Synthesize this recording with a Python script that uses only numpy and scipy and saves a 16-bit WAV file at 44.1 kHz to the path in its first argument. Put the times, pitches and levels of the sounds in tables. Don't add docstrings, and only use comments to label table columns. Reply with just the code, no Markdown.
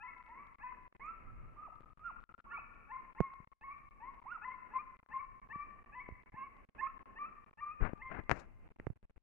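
import sys
import numpy as np
from scipy import signal
from scipy.fft import rfft, irfft, next_fast_len
from scipy.io import wavfile
from scipy.ndimage import uniform_filter1d, map_coordinates

SR = 44100
rng = np.random.default_rng(int(sys.argv[2]) if len(sys.argv) > 2 else 0)


def generate_wav(sig):
    pcm = np.round(np.clip(np.atleast_2d(sig).T, -1, 1) * 32767).astype(np.int16)
    wavfile.write(sys.argv[1], SR, pcm)


def boost(x):
    u = np.asarray(x, float) / 20
    return 10 ** u


N = 406602


def unit(x):
    return x / np.sqrt(np.mean(x ** 2, axis=-1, keepdims=True) + 1e-20)


def along(points, hz):
    f, v = np.transpose(points)
    return np.interp(np.log(hz + 1), np.log(f + 1), v)


def wobble(rate, n=N):
    knots = rng.standard_normal(int(n * rate / SR) + 4)
    return map_coordinates(knots, [np.arange(n) * rate / SR])


def coloured(x, spectrum):
    m = next_fast_len(x.shape[-1] + 8192)
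    response = boost(along(spectrum, np.fft.rfftfreq(m, 1 / SR)))
    return irfft(rfft(x, m) * response, m)[..., :x.shape[-1]]


def noise(spectrum, n=N, channels=2):
    return unit(coloured(rng.standard_normal((channels, n)), spectrum))


def span(rows, fade):
    s, *cols = np.transpose(rows)
    t = np.arange(max(s[0] - fade, 0), s[-1] + fade, 1 / SR)
    edge = np.clip(np.minimum(t - s[0], s[-1] - t) / fade + 1, 0, 1) ** 2
    return round(t[0] * SR), t, [np.interp(t, s, c) for c in cols], edge


def add(track, start, x):
    n = min(x.shape[-1], N - start)
    track[..., start:start + n] += x[..., :n]


def gate():
    # t/s, end t/s
    closed = [(0.2279, 0.237), (0.8797, 0.9253), (0.9282, 0.9491), (0.9661, 0.9959), (1.9336, 1.9735),
              (2.2399, 2.2916), (2.3254, 2.341), (2.3501, 2.3794), (2.4071, 2.4417), (3.4464, 3.4731),
              (3.4762, 3.5169), (3.5342, 3.6109), (3.8906, 3.9089), (4.2018, 4.216), (4.969, 4.9909),
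              (5.3997, 5.4166), (5.4752, 5.4883), (6.241, 6.2597), (6.2987, 6.3206), (6.6958, 6.7494),
              (6.9804, 6.9927), (7.0304, 7.0571), (7.4444, 7.4625), (7.5383, 7.5727), (8.7658, 8.7867),
              (8.9352, 8.9579), (8.9745, 9.029), (9.0544, 9.0969), (9.109, 9.16), (9.1791, 9.22)]
    # t/s, end t/s, share closed
    chatter = [(.538, .5844, .7), (1.8, 1.9, .3), (1.98, 1.994, .6), (2.205, 2.225, .35),
               (2.3936, 2.407, .7), (3.127, 3.1494, .8), (4.23, 4.2454, .6), (5.0011, 5.032, .9),
               (5.032, 5.062, .93), (5.063, 5.0889, .97), (5.808, 5.881, .3), (6.226, 6.241, .6),
               (6.6507, 6.695, .92), (7.49, 7.53, .75), (8.669, 8.762, .66)]
    blinks = [.143, .18, .262, .29, .47, .83, 1.755, 2.745, 3.337, 3.783, 3.841, 4.143, 6.33, 6.568, 7.018,
              7.977, 8.237, 8.856]
    blink_s = .0016
    turns_per_s = 110
    shut, hunt = np.zeros(N, bool), wobble(turns_per_s)
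    for s, end in closed + [(s, s + blink_s) for s in blinks]:
        shut[round(s * SR):round(end * SR)] = True
    for s, end, share in chatter:
        spell = slice(round(s * SR), round(end * SR))
        shut[spell] |= hunt[spell] < np.quantile(hunt[spell], share)
    return uniform_filter1d(np.where(shut, boost(-29.5), 1.), size=8)


def wind():
    # t/s, level/dB, left-right level/dB
    gusts = [(0, -73, 3), (.9, -71.5, 9.5), (1.15, -68, 4), (1.301, -57.5, -4.5), (1.45, -54, 4.5),
             (1.6, -68.5, 1.5), (2.0, -69, 10.5), (2.901, -70, 2.5), (3.35, -73.5, -1), (3.799, -68.5, 2),
             (4.699, -72, 1.5), (5.15, -68, 1), (6.049, -68.5, -1), (7.4, -70, -2), (7.85, -72, 14.5),
             (8.301, -67, 14.5), (8.751, -63.5, 1), (9.2, -66, 10)]
    # f/Hz, level per Hz/dB
    buffet_spectrum = [(8, -15.5), (25, 1.5), (60, -10.5), (120, -14.5), (300, -33), (700, -73.5)]
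    # f/Hz, level per Hz/dB
    air_spectrum = [(60, -34.5), (140, -9), (215, 1.5), (290, -4), (500, -7), (900, -9.5), (2400, -17.5),
                    (3200, -18.5)]
    calm_db, air_calm_db, air_follows = -69, -74, 0.37
    s, *levels = np.transpose(gusts)
    strength_db, side_db = (np.interp(np.arange(N) / SR, s, db) for db in levels)
    ports_db = np.array([strength_db + side_db / 2, strength_db - side_db / 2])
    lumps = boost(0.61 * np.array([wobble(9), wobble(6.9)]))
    buffet = boost(ports_db + 6.5) * unit(lumps * noise(buffet_spectrum))
    air_db = air_calm_db + air_follows * (strength_db - calm_db) + 1.5 * wobble(2.8)
    return buffet + boost(air_db + 8.5 + 2.6 * wobble(12)) * noise(air_spectrum)


def rubs():
    # peak t/s, fade/s, scrape level/dB, rumble level/dB, fizz level/dB
    strokes = [
        (7.82, .05, -49.5, -30, -93),
        (7.85, .075, -44.5, -33.5, -87.5),
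        (8.125, .09, -50.5, -49.5, -92),
        (8.164, 0.055, -49.5, -45, -92.5),
        (8.194, 0.021, -46.5, -31, -83.5),
        (8.319, 0.029, -39.5, -24.5, -59),
        (8.364, .095, -51, -58.5, -69.5),
        (8.399, 0.028, -69, -60.5, -61.5),
    ]
    # f/Hz, level per Hz/dB
    scrape = [(200, 1), (500, 1), (1600, 0.5), (2600, -11), (3300, -33), (5500, -50.5), (9000, -120)]
    # f/Hz, level per Hz/dB
    grip = [(15, -15.5), (60, 8.5), (200, 4.5), (500, -9), (2500, -100)]
    # f/Hz, level per Hz/dB
    fizz = [(2500, -9.5), (4000, -3), (7000, -4), (9000, -18), (15000, -34)]
    rise_share, start_db, end_db = .35, -10.5, -22.5
    out = np.zeros((2, N))
    for s, fade, *levels in strokes:
        rows = [(s - rise_share * fade, *np.add(levels, start_db)),
                (s, *levels),
                (s + fade, *np.add(levels, end_db))]
        start, t, (scrape_db, rumble_db, fizz_db), edge = span(rows, fade=.006)
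        stick = boost(2.75 * wobble(200, len(t)))
        rub = boost(scrape_db + 8.0) * stick * noise(scrape, len(t), channels=1)
        rub += boost(rumble_db - 2.5) * noise(grip, len(t), channels=1)
        rub += boost(fizz_db) * noise(fizz, len(t), channels=1)
        add(out[0], start, edge * rub[0])
    return out


def knocks():
    # t/s, peak level/dB, left-right level/dB, ring f/Hz, direction
    thuds = [
        (1.806, -37, 7, 147, 0.68),
        (3.209, -12, -17.5, 136.3, -1),
        (3.402, -37.5, 10, 144, 0.96),
        (5.559, -32, -23, 162, 1),
        (6.108, -36, -21, 70.7, -0.81),
        (6.123, -33.5, -18.5, 70.5, -1.2),
        (6.342, -34.5, 19.5, 150, 0.942),
        (8.8722, -24.5, -19.5, 114.7, 1),
        (8.9025, -25.5, -31, 107.5, -1.3),
    ]
    taps = [
        (3.2042, -37, 13.5, 1260, 1),
        (3.2049, -6, -20.5, 335, -1.135),
        (6.0891, -24, 13, 380, 0.87),
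        (7.9338, -18.5, 26, 229, -1.1),
        (8.7996, -25, -15, 280, -0.91),
        (8.8692, -14.5, -22.5, 301, -0.91),
    ]
    snaps = [
        (8.2958, -1, 41.5, 920, -0.91),
        (8.3053, -11, 35.7, 849, -1.1),
        (8.3142, 1, 34, 1294, -1.252),
        (8.3152, -12.5, 33, 900, -0.49),
    ]
    pings = [
        (8.7988, -37.5, 17, 1930, 1),
        (8.8678, -36, -15, 1630, -1.04),
    ]
    # t/s, peak level/dB, build/s, release/s
    press = (7.826, -15, .009, .02)
    # f/Hz, level/dB
    case = [(10, -8.5), (40, -2), (2400, 4), (3400, -10.5), (6500, -6.5), (11000, -22), (16000, -62.5)]
    # t/s, peak level/dB, f/Hz
    creaks = [
        (1.06, -70, 7050),
        (3.2045, -61, 7370),
    ]
    out, t = np.zeros((2, N)), np.arange(SR // 10) / SR
    for rows, cycles in (thuds, 2.93), (taps, 1.58), (snaps, 0.94), (pings, 12.1):
        for s, db, pan_db, hz, direction in rows:
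            t60 = cycles / hz
            swing = direction * np.sin(2 * np.pi * hz * t) * boost(db - 60 * t / t60)
            add(out, round(s * SR), swing * boost([[min(pan_db, 0)], [min(-pan_db, 0)]]))
    s, db, build, release = press
    u = np.arange(N) / SR - s
    pressure = np.where(u < 0, np.exp(-abs(u) / build), -1.1 * np.exp(-abs(u) / release))
    out[0] += boost(db) * uniform_filter1d(pressure, size=260)
    out = coloured(out, case)
    for s, db, hz in creaks:
        decay = boost(db + 12 - 60 * t / 0.00542)
        add(out, round(s * SR), decay * np.sin(2 * np.pi * hz * t) * np.minimum(t / 0.0018, 1))
    return out


def valley(voice):
    # f/Hz, t60/s
    slopes = [(600, 0.19), (1100, 2.32), (2200, 2.5), (3000, 1.34)]
    gap_s, build_s = 0.014, 0.03
    near_db, near_t60 = 9, 0.26
    hz, t, z = signal.stft(rng.standard_normal((2, SR)), SR, nperseg=256)
    decay = boost(-60 * t / along(slopes, hz)[:, None]) + boost(near_db - 60 * t / near_t60)
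    tail = signal.istft(z * decay * np.clip((t - gap_s) / build_s, 0, 1), SR, nperseg=256)[1]
    tail[1] = 0.095 * tail[0] + 0.565 * tail[1]
    return signal.fftconvolve(voice[None], tail / np.linalg.norm(tail[0]), axes=1)


def slide(s, length, from_hz, to_hz, db):
    # share of length, share of climb, level/dB
    course = [(0, 0.036, -11), (.25, .45, -2), (.6, .88, 0), (.8, 0.958, -12), (1, 1, -24)]
    return [(s + u * length, from_hz + v * (to_hz - from_hz), db + drop) for u, v, drop in course]


def arch(s, climb, from_hz, top_hz, db, drop_db, waits):
    # t/s, share of top pitch, level/dB
    sag = [(0, 0.97, 1.5), (.02, .87, -7.5)]
    sag_s, drop_s = .078, .04
    if waits:
        rows = [(s, from_hz, db - 15), (s + .71 * climb, from_hz, db - 15)]
    else:
        rows = [(s, from_hz, db - 7)]
    rows += [(s + min(climb, sag_s), top_hz, db - 1.5)]
    rows += [(s + sag_s + u, v * top_hz, db + sag_db) for u, v, sag_db in sag]
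    return rows + [(s + sag_s + drop_s, .45 * top_hz, db + drop_db)]


def high(rows, open_db):
    scoop_s, scoop_share, scoop_db = .013, .75, -14
    closes_hz, closes_db_per_hz, least_db = 1062, .09, -27
    s, hz, db = rows[0]
    rows = [(s - scoop_s, scoop_share * hz, db + scoop_db)] + rows
    reached_hz = np.maximum.accumulate([row[1] for row in rows])
    out = []
    for row, top in zip(rows, reached_hz):
        second_db = open_db - closes_db_per_hz * max(top - closes_hz, 0)
        out.append((*row, row[2] + max(second_db, least_db)))
    return out


def high_hound():
    # t/s, length/s, from f/Hz, to f/Hz, peak level/dB
    slides = [
        (1.01, .14, 1040, 1360, -43.5),
    ]
    # t/s, climb/s, from f/Hz, top f/Hz, peak level/dB
    arches = [
        (2.0, .045, 1254, 1414, -45),
        (2.471, .05, 1125, 1433, -44.5),
    ]
    glides = [
        (1.572, 0.0755, 1173, 1304, -52),
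    ]
    spent = [
        (4.268, 0.056, 984, 1451, -43.5),
    ]
    # left-right level/dB, left lead/rad
    place = (-6.5, 0.17)
    for row in slides:
        yield high(slide(*row), open_db=-3), row[-1], *place
    for calls, drop_db, waits in (arches, -12, True), (glides, -12, False), (spent, -37, False):
        for row in calls:
            yield high(arch(*row, drop_db, waits), open_db=-17.5), row[-1], *place


def low_place(s):
    # t/s, left-right level/dB, left lead/rad,
    # 2nd partial level in chest/dB, 2nd partial level when held/dB
    heading = [(0.04, 5, 0.8, 0.5, 1.5), (.3, 2.5, 0.62, 0, -3), (.637, 3.5, -1.126, 2, -1),
               (2.535, 1.5, -1.1, 7, 4.5), (2.92, 5, -0.83, -3, -3), (3.19, 1, .25, -5.5, -2),
               (3.64, 0, -1.06, -1, -0.5), (4.0, 6.5, 0.59, 3.5, 1), (4.45, 6.5, 0.119, 1.5, 4.5),
               (4.745, 5, -0.56, -10.5, 0), (5.14, 4, -0.4, -2.5, -3.5), (5.53, 5.5, -.75, 5.5, -3),
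               (5.96, 4, -0.49, 1.5, 5), (6.37, -3, -0.65, -7.5, -2), (6.82, -8, 0, 6.5, 4.5),
               (7.19, 2, 1.32, 4.5, 1), (7.61, 5.5, 0.84, 0.5, -4.5), (8.02, 2, -0.4, -4.5, 5.5)]
    t, *cols = np.transpose(heading)
    return [np.interp(s, t, c) for c in cols]


def low_hound():
    # leap t/s, hold/s, held f/Hz, last f/Hz, peak level/dB
    leaps = [(0.035, 0.037, 1007, 1104, -47.5), (0.636, 0.053, 1005, 1038, -45.5),
             (2.536, 0.035, 1138, 1267, -43), (2.921, 0.047, 1047, 1067, -44.5),
             (3.188, 0.071, 1091, 1062, -45), (3.641, 0.065, 1101, 1161, -46.5),
             (4.451, 0.063, 1026, 1075, -45), (4.741, 0.042, 1042, 1190, -35.5),
             (5.135, 0.055, 1066, 1149, -40), (5.532, 0.095, 1163, 1187, -45.5),
             (5.954, .045, 1011, 1120, -48.5), (6.367, 0.063, 1068, 1124, -43),
             (6.814, 0.052, 1069, 1318, -36.5), (7.19, 0.061, 1179, 1309, -41),
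             (7.61, 0.0971, 1189, 1250, -42), (8.023, 0.06, 1050, 1037, -49)]
    # t/s, length/s, from f/Hz, to f/Hz, peak level/dB
    slides = [
        (0.281, .2, 852, 1171, -52),
        (4.004, .13, 829, 1119, -48.5),
    ]
    held_db = (-59, -61, -55.5, -68.5)
    chest_s, leap_s, flip_s, tail_s = .027, .006, .008, .03
    swell_db, fade_db, tail_db = -6.5, -4, -13.5
    flip_costs_db = 24.5
    dull_hz, dull_db_per_hz = 1275, .3
    for s, hold, hz, last_hz, db in leaps:
        pan_db, lead, chest_db, bright_db = low_place(s)
        break_hz = 907 + .3 * (hz - 1080)
        leap, peak, flip, end = np.add(held_db, bright_db)
        lost = flip_costs_db * abs(np.log2(last_hz / hz))
        dulled = dull_db_per_hz * max(last_hz - dull_hz, 0)
        flipped = s + hold + flip_s
        rows = [(s - leap_s - chest_s, .91 * break_hz, -68, -72.5 + chest_db),
                (s - leap_s, break_hz, -59.5, -53 + chest_db),
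                (s, .99 * hz, db + swell_db, leap),
                (s + .68 * hold, hz, db, peak),
                (s + hold, hz, db + fade_db, flip),
                (flipped, last_hz, db + fade_db - lost, flip - dulled),
                (flipped + tail_s, last_hz, db + tail_db - lost, end - dulled)]
        yield rows, db, pan_db, lead
    for row in slides:
        rows = [(*point, point[2] - 13) for point in slide(*row)]
        yield rows, row[-1], *low_place(row[0])[:2]


def phonation(t, hz, first, second):
    # t/s, end t/s, level/dB
    doubled = [
        (.625, .7, -16),
        (6.375, 6.47, -19),
    ]
    jitter, shimmer_db = 0.0071, 3.26
    breakup, breakup_s = 2.5, .035
    ending = np.clip(2 * (t - t[-1] + breakup_s) / breakup_s, 0, 1)
    unsteady = 1 + jitter * (1 + breakup * ending) * wobble(150, len(t))
    turn = 2 * np.pi * np.cumsum(hz * unsteady) / SR
    third = second * boost(-7 - np.clip(.13 * (hz - 860), 0, 14))
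    voice = np.zeros(len(t), complex)
    for k, partial in enumerate((first, second, third), 1):
        voice += partial * boost(3.5 + shimmer_db * wobble(80, len(t))) * np.exp(1j * k * turn)
    for s, end, db in doubled:
        halves = np.exp(1.5j * turn) + np.exp(2.5j * turn)
        voice += ((t > s) & (t < end)) * first * boost(db) * halves
    return voice


def hounds():
    # f/Hz, level per Hz/dB
    throat = [(600, -33), (900, -15.5), (1200, 2), (1500, -9.5), (2100, -8), (2700, -10), (3200, -31)]
    # f/Hz, level/dB, age/s
    earlier = (1330, -47, 0.24)
    hoarse_db, direct_share = -13, 0.39
    aimed, usual_db = .5, -44.5
    out = np.zeros((2, N))
    for rows, peak_db, pan_db, lead in [*low_hound(), *high_hound()]:
        echo_db = -5.5 - .5 * (rows[0][0] - N / SR / 2) - aimed * (peak_db - usual_db)
        pressure = [(s, hz, boost(first_db), boost(second_db)) for s, hz, first_db, second_db in rows]
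        start, t, (hz, first, second), edge = span(pressure, fade=.008)
        voice = phonation(t, hz, first, second)
        hoarse = first * boost(hoarse_db) * noise(throat, len(t), channels=1)[0]
        ports = boost([[pan_db / 2], [-pan_db / 2]]) * np.exp([[.5j * lead], [-.5j * lead]])
        add(out, start, edge * np.imag(ports * (voice + 1j * direct_share * hoarse)))
        answer = valley(edge * (voice.imag + hoarse))
        add(out, start, boost(echo_db + 2.5 * wobble(140, answer.shape[1])) * answer)
    hz, db, ago = earlier
    turn = 2 * np.pi * np.cumsum(hz * (1 + 0.059 * wobble(30, SR // 10))) / SR
    gone = valley(boost(db) * np.sin(turn))[:, round(ago * SR):]
    add(out, 0, boost(1.8 * wobble(140, gone.shape[1])) * gone)
    return out


def scene():
    # f/Hz, level/dB
    treble_cut = [(10, -1), (30, -0.5), (2600, -1), (2900, -7.5), (3300, -22), (4000, -32), (7000, -42),
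                  (16000, -60.5)]
    shade_db = -8 * np.clip((np.arange(N) / SR - 8.3) / .03, 0, 1)
    return coloured(hounds() * boost(shade_db) + wind(), treble_cut) + knocks() + rubs()


def low_pass(x):
    return signal.sosfilt(signal.butter(12, 16000, fs=SR, output="sos"), x)


def record(dry):
    # f/Hz, level per Hz/dB
    hiss = [(2000, -9), (3500, 1), (12800, -1), (13500, -13.5)]
    heard = (dry + boost(-94.5) * noise(hiss)) * gate()
    return low_pass(heard)


dry = scene()
out = record(dry)
generate_wav(out)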